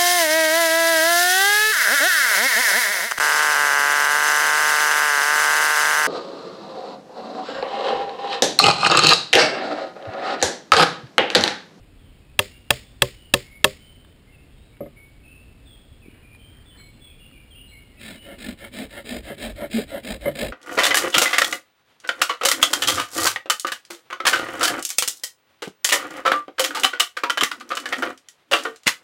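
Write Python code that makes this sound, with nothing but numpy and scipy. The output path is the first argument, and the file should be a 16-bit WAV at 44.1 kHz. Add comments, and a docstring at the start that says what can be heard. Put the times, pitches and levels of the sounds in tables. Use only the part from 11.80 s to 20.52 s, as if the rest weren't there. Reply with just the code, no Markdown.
"""The back of a hatchet drives a nail through a thin pole into a frame of logs, in a forest clearing: five blows.
Each blow adds a crack, dying tones of wood, a thump of the ground and an echo of noise from the trees.
The pole clacks on the frame, the hatchet is put down with dull thuds, and sleeves rustle as shaped noise.
Then a pruning saw cuts the green pole: jolts from its teeth excite resonances of blade and pole.
A songbird whistles far off. The small camera samples coarsely, which mirrors every sound into a glassy treble."""
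import sys
import numpy as np
from scipy import signal
from scipy.fft import rfft, irfft
from scipy.io import wavfile
from scipy.ndimage import uniform_filter1d

SR = 44100
rng = np.random.default_rng(int(sys.argv[2]) if len(sys.argv) > 2 else 0)


def int16_out(signal):
    """Quantize to a 16-bit WAV file."""
    q = np.round(np.clip(np.atleast_2d(signal).T, -1, 1) * 32767)
    wavfile.write(sys.argv[1], SR, q.astype(np.int16))


N = 384552


def amp(db):
    """Turns decibels into a gain."""
    return 10 ** (np.asarray(db) / 20)


def unit(x):
    """Scales a sound to an rms (average strength) of 1."""
    return x / np.sqrt(np.mean(x ** 2) + 1e-20)


def add(mix, s, sound):
    """Mixes a sound in at time s, in seconds."""
    part = mix[max(round(s * SR), 0):][:len(sound)]
    part += sound[:len(part)]


def coloured(points, size):
    """Makes noise of rms 1 whose spectrum follows the given points."""
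    hz, db = np.transpose(points)
    shape_db = np.interp(np.log(np.fft.rfftfreq(size, 1 / SR) + 1), np.log(hz), db)
    spectrum = rfft(rng.standard_normal(size)) * amp(shape_db)
    return unit(irfft(spectrum, size))


def wander(hz, size=N):
    """Makes a slow random drift of rms 1, with changes up to about hz."""
    keep_slow = np.exp(-(np.fft.rfftfreq(size, 1 / SR) / hz) ** 2)
    return unit(irfft(rfft(rng.standard_normal(size)) * keep_slow, size))


def resonate(x, peaks, scatter=0):
    """Passes a force through steep parallel resonances, each detuned by chance if scatter is set; rms 1."""
    out = np.zeros(len(x))
    for hz, width, db in peaks:
        b, a = signal.iirpeak(hz * (1 + scatter * rng.standard_normal()), hz / width, SR)
        once = signal.lfilter(b, a, x)
        out += amp(db) * signal.lfilter(b, a, once)  # filtered twice for steep sides
    return unit(out)


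def ring(modes, pitch=1, travel_ms=1, rise_ms=.3, scatter=0.0082):
    """Dying modes of a struck body; bending waves carry the high ones to the air first."""
    out = np.zeros(SR // 2)
    for hz, db, t60 in modes:
        delay = travel_ms / 1000 / np.sqrt(hz / 1000)  # travel_ms is the delay at 1000 Hz
        t = np.maximum(np.arange(len(out)) / SR - delay, 0)
        swell = 1 - np.exp(-1000 * t / rise_ms)
        detuned_hz = hz * pitch * (1 + scatter * rng.standard_normal())
        out += swell * amp(db - 60 * t / t60) * np.sin(2 * np.pi * detuned_hz * t)
    return out


# How strongly the trees echo each pitch: (frequency [Hz], relative level [dB])
TREE_ECHO = [(80, -12.5), (250, -0.5), (500, -2.5), (850, -13.5), (1400, -10.5), (2000, -1), (3000, -1.5),
             (4000, -3.5), (5000, -2.5), (6000, -8.5)]


def forest(x, t60, build_s, linger_db=-27, linger_t60=1.4, lumpy_db=1.5):
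    """Echo thrown back in clumps by the trunks: it builds up, drops quickly, then lingers faintly."""
    t = np.arange(SR) / SR
    build = 1 - np.exp(-(t / build_s) ** 2)
    fade = amp(-60 * t / t60) + amp(linger_db - 60 * t / linger_t60)
    clumps = amp(lumpy_db * wander(120, size=SR))
    tail = coloured(TREE_ECHO, size=SR) * build * fade * clumps
    return signal.fftconvolve(x, tail / np.linalg.norm(tail))[:N]


# Still air of the forest: (frequency [Hz], relative level [dB per Hz])
AIR_SPECTRUM = [(15, -25.5), (25, -2.5), (65, -0.5), (135, -7), (186, -13.5), (267, -11), (321, -16),
                (506, -20.5), (958, -29.5), (1660, -29.5), (2800, -27.5), (4940, -35.5), (5800, -40),
                (7540, -82), (12800, -120)]
AIR_DB = -49.5


def air():
    """Low murmur and faint hiss of the forest: shaped noise that gently swells."""
    return amp(AIR_DB) * coloured(AIR_SPECTRUM, size=N) * amp(0.23 * wander(9.8))


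def far_notes(count):
    """Faint notes of other birds deeper in the wood, as rows like those of the song."""
    when, length, pitch, glide, loud = rng.random((count, 5)).T
    start = when * (N / SR - .3)
    hz = 1900 * 2 ** pitch
    return np.transpose([start, 0.059 + 0.11 * length, hz, hz * (0.84 + 0.31 * glide), -71 + 6 * loud])


# The clearest bird notes:
# (time [s], length [s], first pitch [Hz], last pitch [Hz], relative level [dB])
SONG_NOTES = [(0.68, 0.12, 2834, 2750, -58), (1, 0.15, 3580, 3400, -65), (1.29, 0.25, 3050, 2850, -59.5),
              (1.62, 0.18, 2170, 2190, -54.5), (1.972, 0.2, 3030, 3100, -57.5),
              (2.46, 0.084, 2080, 2170, -62.5), (2.518, 0.054, 2810, 2580, -58),
              (2.922, 0.041, 2220, 2280, -61), (3.157, 0.057, 2178, 2317, -53),
              (3.417, 0.18, 2570, 2678, -54), (3.847, 0.13, 3640, 3195, -55),
              (4.212, 0.07, 2690, 2226, -56.5), (4.411, 0.16, 2430, 2426, -56.5),
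              (4.569, 0.19, 3103, 3150, -57.5), (4.85, 0.074, 3420, 3460, -56),
              (4.902, 0.046, 3110, 3010, -55), (4.968, 0.066, 4230, 4050, -54),
              (4.982, 0.043, 2250, 2205, -54), (5.194, 0.14, 3392, 3360, -53.5),
              (5.263, 0.097, 2640, 2340, -61), (5.39, 0.1, 2873, 2750, -52),
              (5.524, 0.079, 2450, 2290, -55.5), (5.704, 0.038, 3327, 2990, -51.5),
              (5.74, 0.097, 2800, 2897, -49.5), (5.872, 0.066, 4040, 4170, -58),
              (5.908, 0.064, 2300, 2120, -52), (6.168, 0.045, 2560, 2720, -55.5),
              (6.35, 0.14, 2954, 2920, -52)]


def bird():
    """Gliding, warbled whistles, heard both directly and by way of the trees."""
    song = np.zeros(N)
    for s, length, first_hz, last_hz, db in [*SONG_NOTES, *far_notes(count=20)]:
        count = round(length * SR)
        warble = .02 * wander(260, size=count)
        hz = np.linspace(first_hz, last_hz, count) * (1 + warble)
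        whistle = np.sin(2 * np.pi * np.cumsum(hz) / SR)
        add(song, s, amp(db) * signal.windows.tukey(count, .4) * whistle)
    echo = forest(song, t60=0.93, build_s=0.0055, linger_db=-15.0, linger_t60=1.8)
    return amp(2.5) * song + amp(-1.5) * echo


# Sleeves rustle as the saw is fetched and set on the pole: (time [s], length [s], level [dB])
SLEEVE_RUSTLES = [(4.2, 0.38, -59.5), (4.579, 0.44, -60.5), (4.881, 0.23, -57.5)]
# Rubbing cloth: (frequency [Hz], relative level [dB per Hz])
CLOTH_SPECTRUM = [(60, -7), (230, 10), (700, -5), (1250, -2), (1900, 3.5), (2800, -13), (5000, -17),
                  (7000, -35)]
# Bits of dry litter tick underfoot: (time [s], level [dB])
LITTER_TICKS = [(2.247, -46.5), (2.968, -48), (4.548, -46.5), (5.512, -49)]
# Tones of a dry twig, detuned by chance: (frequency [Hz], relative level [dB], time to fall 60 dB [s])
TWIG_MODES = [(1160, -0.5, .015), (1800, 0.5, .015), (2480, -4, .012), (3680, -1, 0.011)]


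def stirring():
    """Cloth rubs in uneven spurts of shaped noise, and twigs tick with short dying tones."""
    out = np.zeros(N)
    for s, length, db in SLEEVE_RUSTLES:
        count = round(length * SR)
        spurts = amp(db + 2.3 * wander(40, size=count))
        add(out, s, spurts * np.hanning(count) * coloured(CLOTH_SPECTRUM, size=count))
    for s, db in LITTER_TICKS:
        add(out, s, amp(db) * ring(TWIG_MODES, scatter=0.16))
    return out


# Light knocks of wood on wood: (time [s], level [dB], contact time [ms])
WOOD_KNOCKS = [(3.005, -19.5, 0.76), (3.028, -27, 1.07), (3.0586, -30.5, 0.6), (7.501, -23, 0.64),
               (7.818, -24, 0.62), (7.982, -21.5, 0.59), (8.4564, -14, 0.46), (8.479, -20, 0.47),
               (8.62, -17, 0.75)]
# Tones of the loose pole: (frequency [Hz], relative level [dB], time to fall 60 dB [s])
POLE_MODES = [(146.5, -18, 0.4), (226.6, -6, 0.079), (308.4, -10.5, 0.14), (406, -8.5, 0.12),
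              (530, -9, 0.095), (571.3, 1, 0.087), (697, -14.5, 0.12), (930, -35, 0.044),
              (1140, -10, 0.033), (1240, -16.5, 0.095), (1740, -8, 0.036), (2100, 4, 0.048)]
# Dull thuds on the earth: (time [s], level [dB], frequency [Hz])
EARTH_THUDS = [(4.262, -36.5, 309), (4.285, -32, 254)]


def knocking():
    """The pole bumps on the frame; a longer contact is duller. The earth takes dull thuds."""
    out = np.zeros(N)
    for s, db, contact_ms in WOOD_KNOCKS:
        ms = np.arange(200) * 1000 / SR
        push = np.sin(np.pi * np.minimum(ms / contact_ms, 1))
        pole = ring(POLE_MODES, travel_ms=0.42, rise_ms=2.0)
        add(out, s, amp(db) * np.convolve(pole, push / push.sum()))
    for s, db, hz in EARTH_THUDS:
        cycles = (np.arange(N) / SR - s) * hz
        out -= amp(db) * np.cos(2 * np.pi * cycles) * np.exp(-(cycles / 0.5) ** 2)
    return out


def teeth(speed, teeth_per_s, tear_db, rub):
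    """Force in the cut: one uneven jolt for each passing tooth, and the rub of the blade's sides."""
    size = len(speed)
    rate = teeth_per_s * (.4 + speed) * (1 + .25 * wander(300, size=size))
    passed = np.cumsum(rate) / SR
    tear = amp(tear_db * np.clip(rng.standard_normal(size), -2, 2))
    jolts = np.diff(np.floor(passed), prepend=0) * tear
    steady_push = uniform_filter1d(jolts, size=200)
    return unit(jolts - steady_push) + rub * rng.standard_normal(size)


def arch(phase, crest):
    """Rises from 0 to 1 at the share crest of a stroke and falls back to 0."""
    return np.sin(np.pi * np.interp(phase, [0, np.clip(crest, .1, .9), 1], [0, .5, 1])).clip(0)


# Rasp of the teeth in the blade: (frequency [Hz], filter width [Hz], relative level [dB])
RASP_PEAKS = [(876, 300, -12), (1137, 67, -3.5), (1447, 103, 8), (1808, 136, 14), (2146, 53, 8.5),
              (2342, 780, 11), (3110, 160, 11.5), (3394, 170, 12), (3844, 380, 12), (4770, 280, 3.5),
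              (4980, 410, 2.5)]
# Hollow scrape of the blade's side in the cut: (frequency [Hz], filter width [Hz], relative level [dB])
SCRAPE_PEAKS = [(950, 55, 3.5), (1386, 95, 6), (1746, 220, 5), (2150, 190, 6), (2670, 320, -5),
                (3130, 250, -0.5), (3840, 230, -20)]
# The blade hops in the cut: average rate (Hz) and unevenness (share)
HOP_HZ, HOP_SPREAD = 53.8, 0.11
# The wave from the blade's free tip returns after this time (s) at a stroke's start and end, with this gain
TIP_FIRST_S, TIP_LAST_S, TIP_GAIN = 0.002706, 0.00164, 0.29
# As the cut deepens the higher modes of the pole gain: first tilt (dB per octave), growth (dB per octave per s)
FIRST_TILT_DB, TILT_DB_PER_S = -5, 3.5
# The teeth first skate at this level (dB), then catch after a delay (s), within a short time (s)
SKATE_DB, CATCH_S, CATCH_RISE_S = -3, 0.011, .004
# Below this share of full speed the sound fades out towards each turn
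TURN_SPEED = 0.09


def stroke(s, length, rasp_db, shake_db, hop, body_peaks, scrape_db, teeth_per_s, tear_db, rub,
           bite_at, bite_power, lean_at, lean_db):
    """One stroke: teeth rasp as the blade moves; scrape and shaking swell as the hand leans on it."""
    t = np.arange(round(length * SR)) / SR
    speed = arch(t / length, .5)
    force = teeth(speed, teeth_per_s, tear_db, rub)
    hop_hz = HOP_HZ * (1 + HOP_SPREAD * wander(25, size=len(t)))
    hops = 1 + np.clip(hop, 0, 1) * np.cos(2 * np.pi * np.cumsum(hop_hz) / SR)
    # the returning wave combs the rasp, and the comb sweeps as the free length changes
    returned = np.interp(t - np.linspace(TIP_FIRST_S, TIP_LAST_S, len(t)), t, force)
    rasp = resonate((force + TIP_GAIN * returned) * hops, RASP_PEAKS, scatter=0.012)
    scrape = amp(scrape_db) * resonate(force * hops, SCRAPE_PEAKS, scatter=0.022)
    tilt_db = FIRST_TILT_DB + TILT_DB_PER_S * (s - PULL_STROKES[0][0])
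    tilted_peaks = [(hz, width, db + tilt_db * np.log2(hz)) for hz, width, db in body_peaks]
    body = resonate(force, tilted_peaks, scatter=0.01)
    caught = np.clip((t - CATCH_S) / CATCH_RISE_S, 0, 1)
    bite = arch(t / length, bite_at) ** bite_power * amp(SKATE_DB * (1 - caught))
    lean = amp(lean_db * (arch(t / length, lean_at) ** 1.37 - 1))
    blade = amp(rasp_db) * (bite * rasp + lean * scrape)
    pole = amp(shake_db) * lean * body
    return (blade + pole) * np.minimum(speed / TURN_SPEED, 1)


# Cutting strokes towards the body, levels before the swells of the stroke: (time [s], length [s],
# rasp [dB], shaking of the pole [dB], hopping of the blade [0-1], rocking of the frame [dB])
PULL_STROKES = [(6.176, 0.23, -41.5, -41, 0.25, -67), (6.571, .18, -38.5, -35.5, 0.53, -48),
                (6.911, 0.17, -38, -33, 0.34, -50), (7.238, 0.18, -36.5, -31.5, 0.34, -44),
                (7.565, .17, -36.5, -32, 0.25, -39.5), (7.894, .164, -34, -31, 0.26, -54),
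                (8.219, .166, -35.5, -31, 0.63, -39), (8.535, 0.18, -32.5, -28.5, 0.72, -36.5)]
# Lighter return strokes, levels as above: (time [s], length [s], rasp [dB], shaking of the pole [dB])
PUSH_STROKES = [(6.411, 0.17, -53, -39), (6.771, 0.13, -48.5, -40.5), (7.09, .146, -46.5, -37.5),
                (7.422, 0.14, -45.5, -35), (7.746, .144, -46.5, -30), (8.065, .154, -45.5, -30),
                (8.396, .14, -45, -28)]
PUSH_HOP = .15  # hopping of the blade on a return stroke, 0-1
# The pole under a pull, before the tilt: (frequency [Hz], filter width [Hz], relative level [dB])
PULL_BODY_PEAKS = [(232, 91, 8.5), (312, 100, -2), (428, 85, 1), (541, 103, 2), (609, 29, -2.5)]
# The pole under a push, before the tilt: (frequency [Hz], filter width [Hz], relative level [dB])
PUSH_BODY_PEAKS = [(215.6, 38, 1), (302, 98, -2), (464, 78, -6), (557.5, 68, 4), (637, 49, -2)]


def sawing():
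    """Pulls bite coarsely with a bright rasp; pushes slide with a hollow scrape."""
    # bite_at, lean_at: share of the stroke at which the rasp and the hand's pressure peak
    # lean_db: how far that pressure swells; teeth_per_s: base rate, which then follows the speed
    out = np.zeros(N)
    for *row, _ in PULL_STROKES:
        pull = stroke(*row, PULL_BODY_PEAKS, scrape_db=-14, teeth_per_s=560, tear_db=5, rub=.5,
                      bite_at=0.39, bite_power=0.92, lean_at=.6, lean_db=14.5)
        add(out, row[0], pull)
    for row in PUSH_STROKES:
        push = stroke(*row, PUSH_HOP, PUSH_BODY_PEAKS, scrape_db=6.5, teeth_per_s=520, tear_db=4.0, rub=0.49,
                      bite_at=.25, bite_power=.42, lean_at=0.66, lean_db=21)
        add(out, row[0], push)
    return out


# The frame rocks on the ground with each pull: (frequency [Hz], filter width [Hz], relative level [dB])
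ROCK_PEAKS = [(52.4, 24, 0), (95, 40, -6)]
ROCK_LAG_S, ROCK_S = 0.0098, 0.29  # lag and length of the swell
# The teeth catch and the pole judders: (time [s], length [s], frequency [Hz], level [dB])
POLE_JUDDERS = [(6.681, 0.024, 226, -28.5), (6.722, 0.014, 222, -33), (6.99, 0.052, 225, -37),
                (7.33, 0.028, 230, -35), (7.933, 0.074, 226.6, -18), (7.978, 0.031, 425.5, -22.5)]


def shaking():
    """Each pull rocks the whole frame, and stick and slip makes the pole judder in short tones."""
    out, count = np.zeros(N), round(ROCK_S * SR)
    for s, *_, rock_db in PULL_STROKES:
        rocking = resonate(wander(110, size=count), ROCK_PEAKS)
        add(out, s + ROCK_LAG_S, amp(rock_db) * np.hanning(count) * rocking)
    for s, length, hz, db in POLE_JUDDERS:
        t = np.arange(round(length * SR)) / SR
        turn = 2 * np.pi * hz * t
        judder = np.sin(turn) + 0.082 * np.sin(2 * turn)
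        add(out, s, amp(db) * signal.windows.tukey(len(t), .5) * judder)
    return out


# Hatchet blows: (time [s], relative crack [dB], relative ring of the frame [dB],
# factor on the frame's pitch, relative thump of the ground [dB], relative forest echo [dB])
HATCHET_BLOWS = [(0.5907, 0.5, -2, 0.96, 0, -0.5), (0.9048, 1, -5.5, 1.1, 5.5, 1),
                 (1.2198, 1.5, 1.5, 0.92, 7, 0), (1.5379, 2, 1.5, 0.92, 6.5, 0),
                 (1.8428, 4.5, 5, 0.98, 3.5, -0.5)]
# Hatchet head, nail and pole together: (frequency [Hz], relative level [dB], time to fall 60 dB [s])
CRACK_MODES = [(560, -17.5, .045), (922, -16, .025), (1090, -15, 0.032), (1247, -11.5, .022),
               (1410, -21.5, 0.021), (1755, -7.5, .02), (2020, -16.5, 0.025), (2701, 0, .013),
               (3285, 2, 0.011), (3910, -6.5, 0.015), (4400, -23, 0.0074), (4700, -22, 0.031),
               (5750, -14, 0.03)]
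# The log frame, before the pitch factor: (frequency [Hz], relative level [dB], time to fall 60 dB [s])
FRAME_MODES = [(208, -37, 0.19), (298, -34, .12), (410, -22, .14), (450, -32, 0.076), (535, -21.5, .13),
               (624, -22, 0.12), (674, -29.5, 0.06), (770, -30.5, .08), (970, -31.5, .08),
               (1133, -29.5, 0.096), (1320, -37.5, .08)]
# The frame bouncing on the ground: (frequency [Hz], relative level [dB], time to fall 60 dB [s])
GROUND_MODES = [(60, -38.5, 0.25), (91, -27, 0.075), (122, -28, 0.17), (148.3, -34, .08)]


def hammering():
    """Each blow: a hard crack with the grit of the nail slipping in, the frame ringing, the trees answering."""
    near, sent, t = np.zeros(N), np.zeros(N), np.arange(SR // 2) / SR
    for s, crack_db, frame_db, pitch, ground_db, echo_db in HATCHET_BLOWS:
        grit_shape = amp(-6.0 - 60 * t / .025) * (1 - np.exp(-t / 0.00047))
        grit = rng.standard_normal(len(t)) * grit_shape
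        crack = ring(CRACK_MODES, travel_ms=1.1, rise_ms=1.2, scatter=0.01)
        frame = ring(FRAME_MODES, pitch, travel_ms=1.4, rise_ms=1.8, scatter=.007)
        ground = ring(GROUND_MODES, travel_ms=0.52, rise_ms=2.7, scatter=0.21)
        add(near, s, amp(crack_db + 3.0) * (crack + grit))
        add(near, s, amp(frame_db) * frame)
        add(near, s, amp(ground_db) * ground)
        add(sent, s, amp([echo_db - 2.0]))  # a single click that sets off the echo
    return near + forest(sent, t60=.25, build_s=0.023, linger_db=-26.5, linger_t60=1.3)


def scene():
    """All sources at the camera."""
    saw = sawing()
    saw_echo = amp(-21.5) * forest(saw, t60=0.25, build_s=0.009)
    background = air() + bird() + stirring()
    return (background + knocking() + shaking() + saw + saw_echo + hammering())[None]


HOLD_HZ, EDGE_HZ = 12000, 15700  # coarse sampling rate, and upper edge of the mirrored treble


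def record(dry):
    """Sampled at a low rate, clipped, each sample held: the steps mirror the sound into the treble."""
    smooth = signal.oaconvolve(dry[0], signal.firwin(121, 5750, fs=SR), "same")
    coarse = signal.resample_poly(smooth, HOLD_HZ, SR)
    held = np.repeat(np.clip(coarse, -.92, .92), 4)
    fine = signal.resample_poly(held, SR, 4 * HOLD_HZ)[:N]
    edge = signal.firwin(201, EDGE_HZ, window=("kaiser", 8), fs=SR)
    return signal.oaconvolve(fine, edge, "same")[None]


dry = scene()
out = record(dry)
int16_out(out)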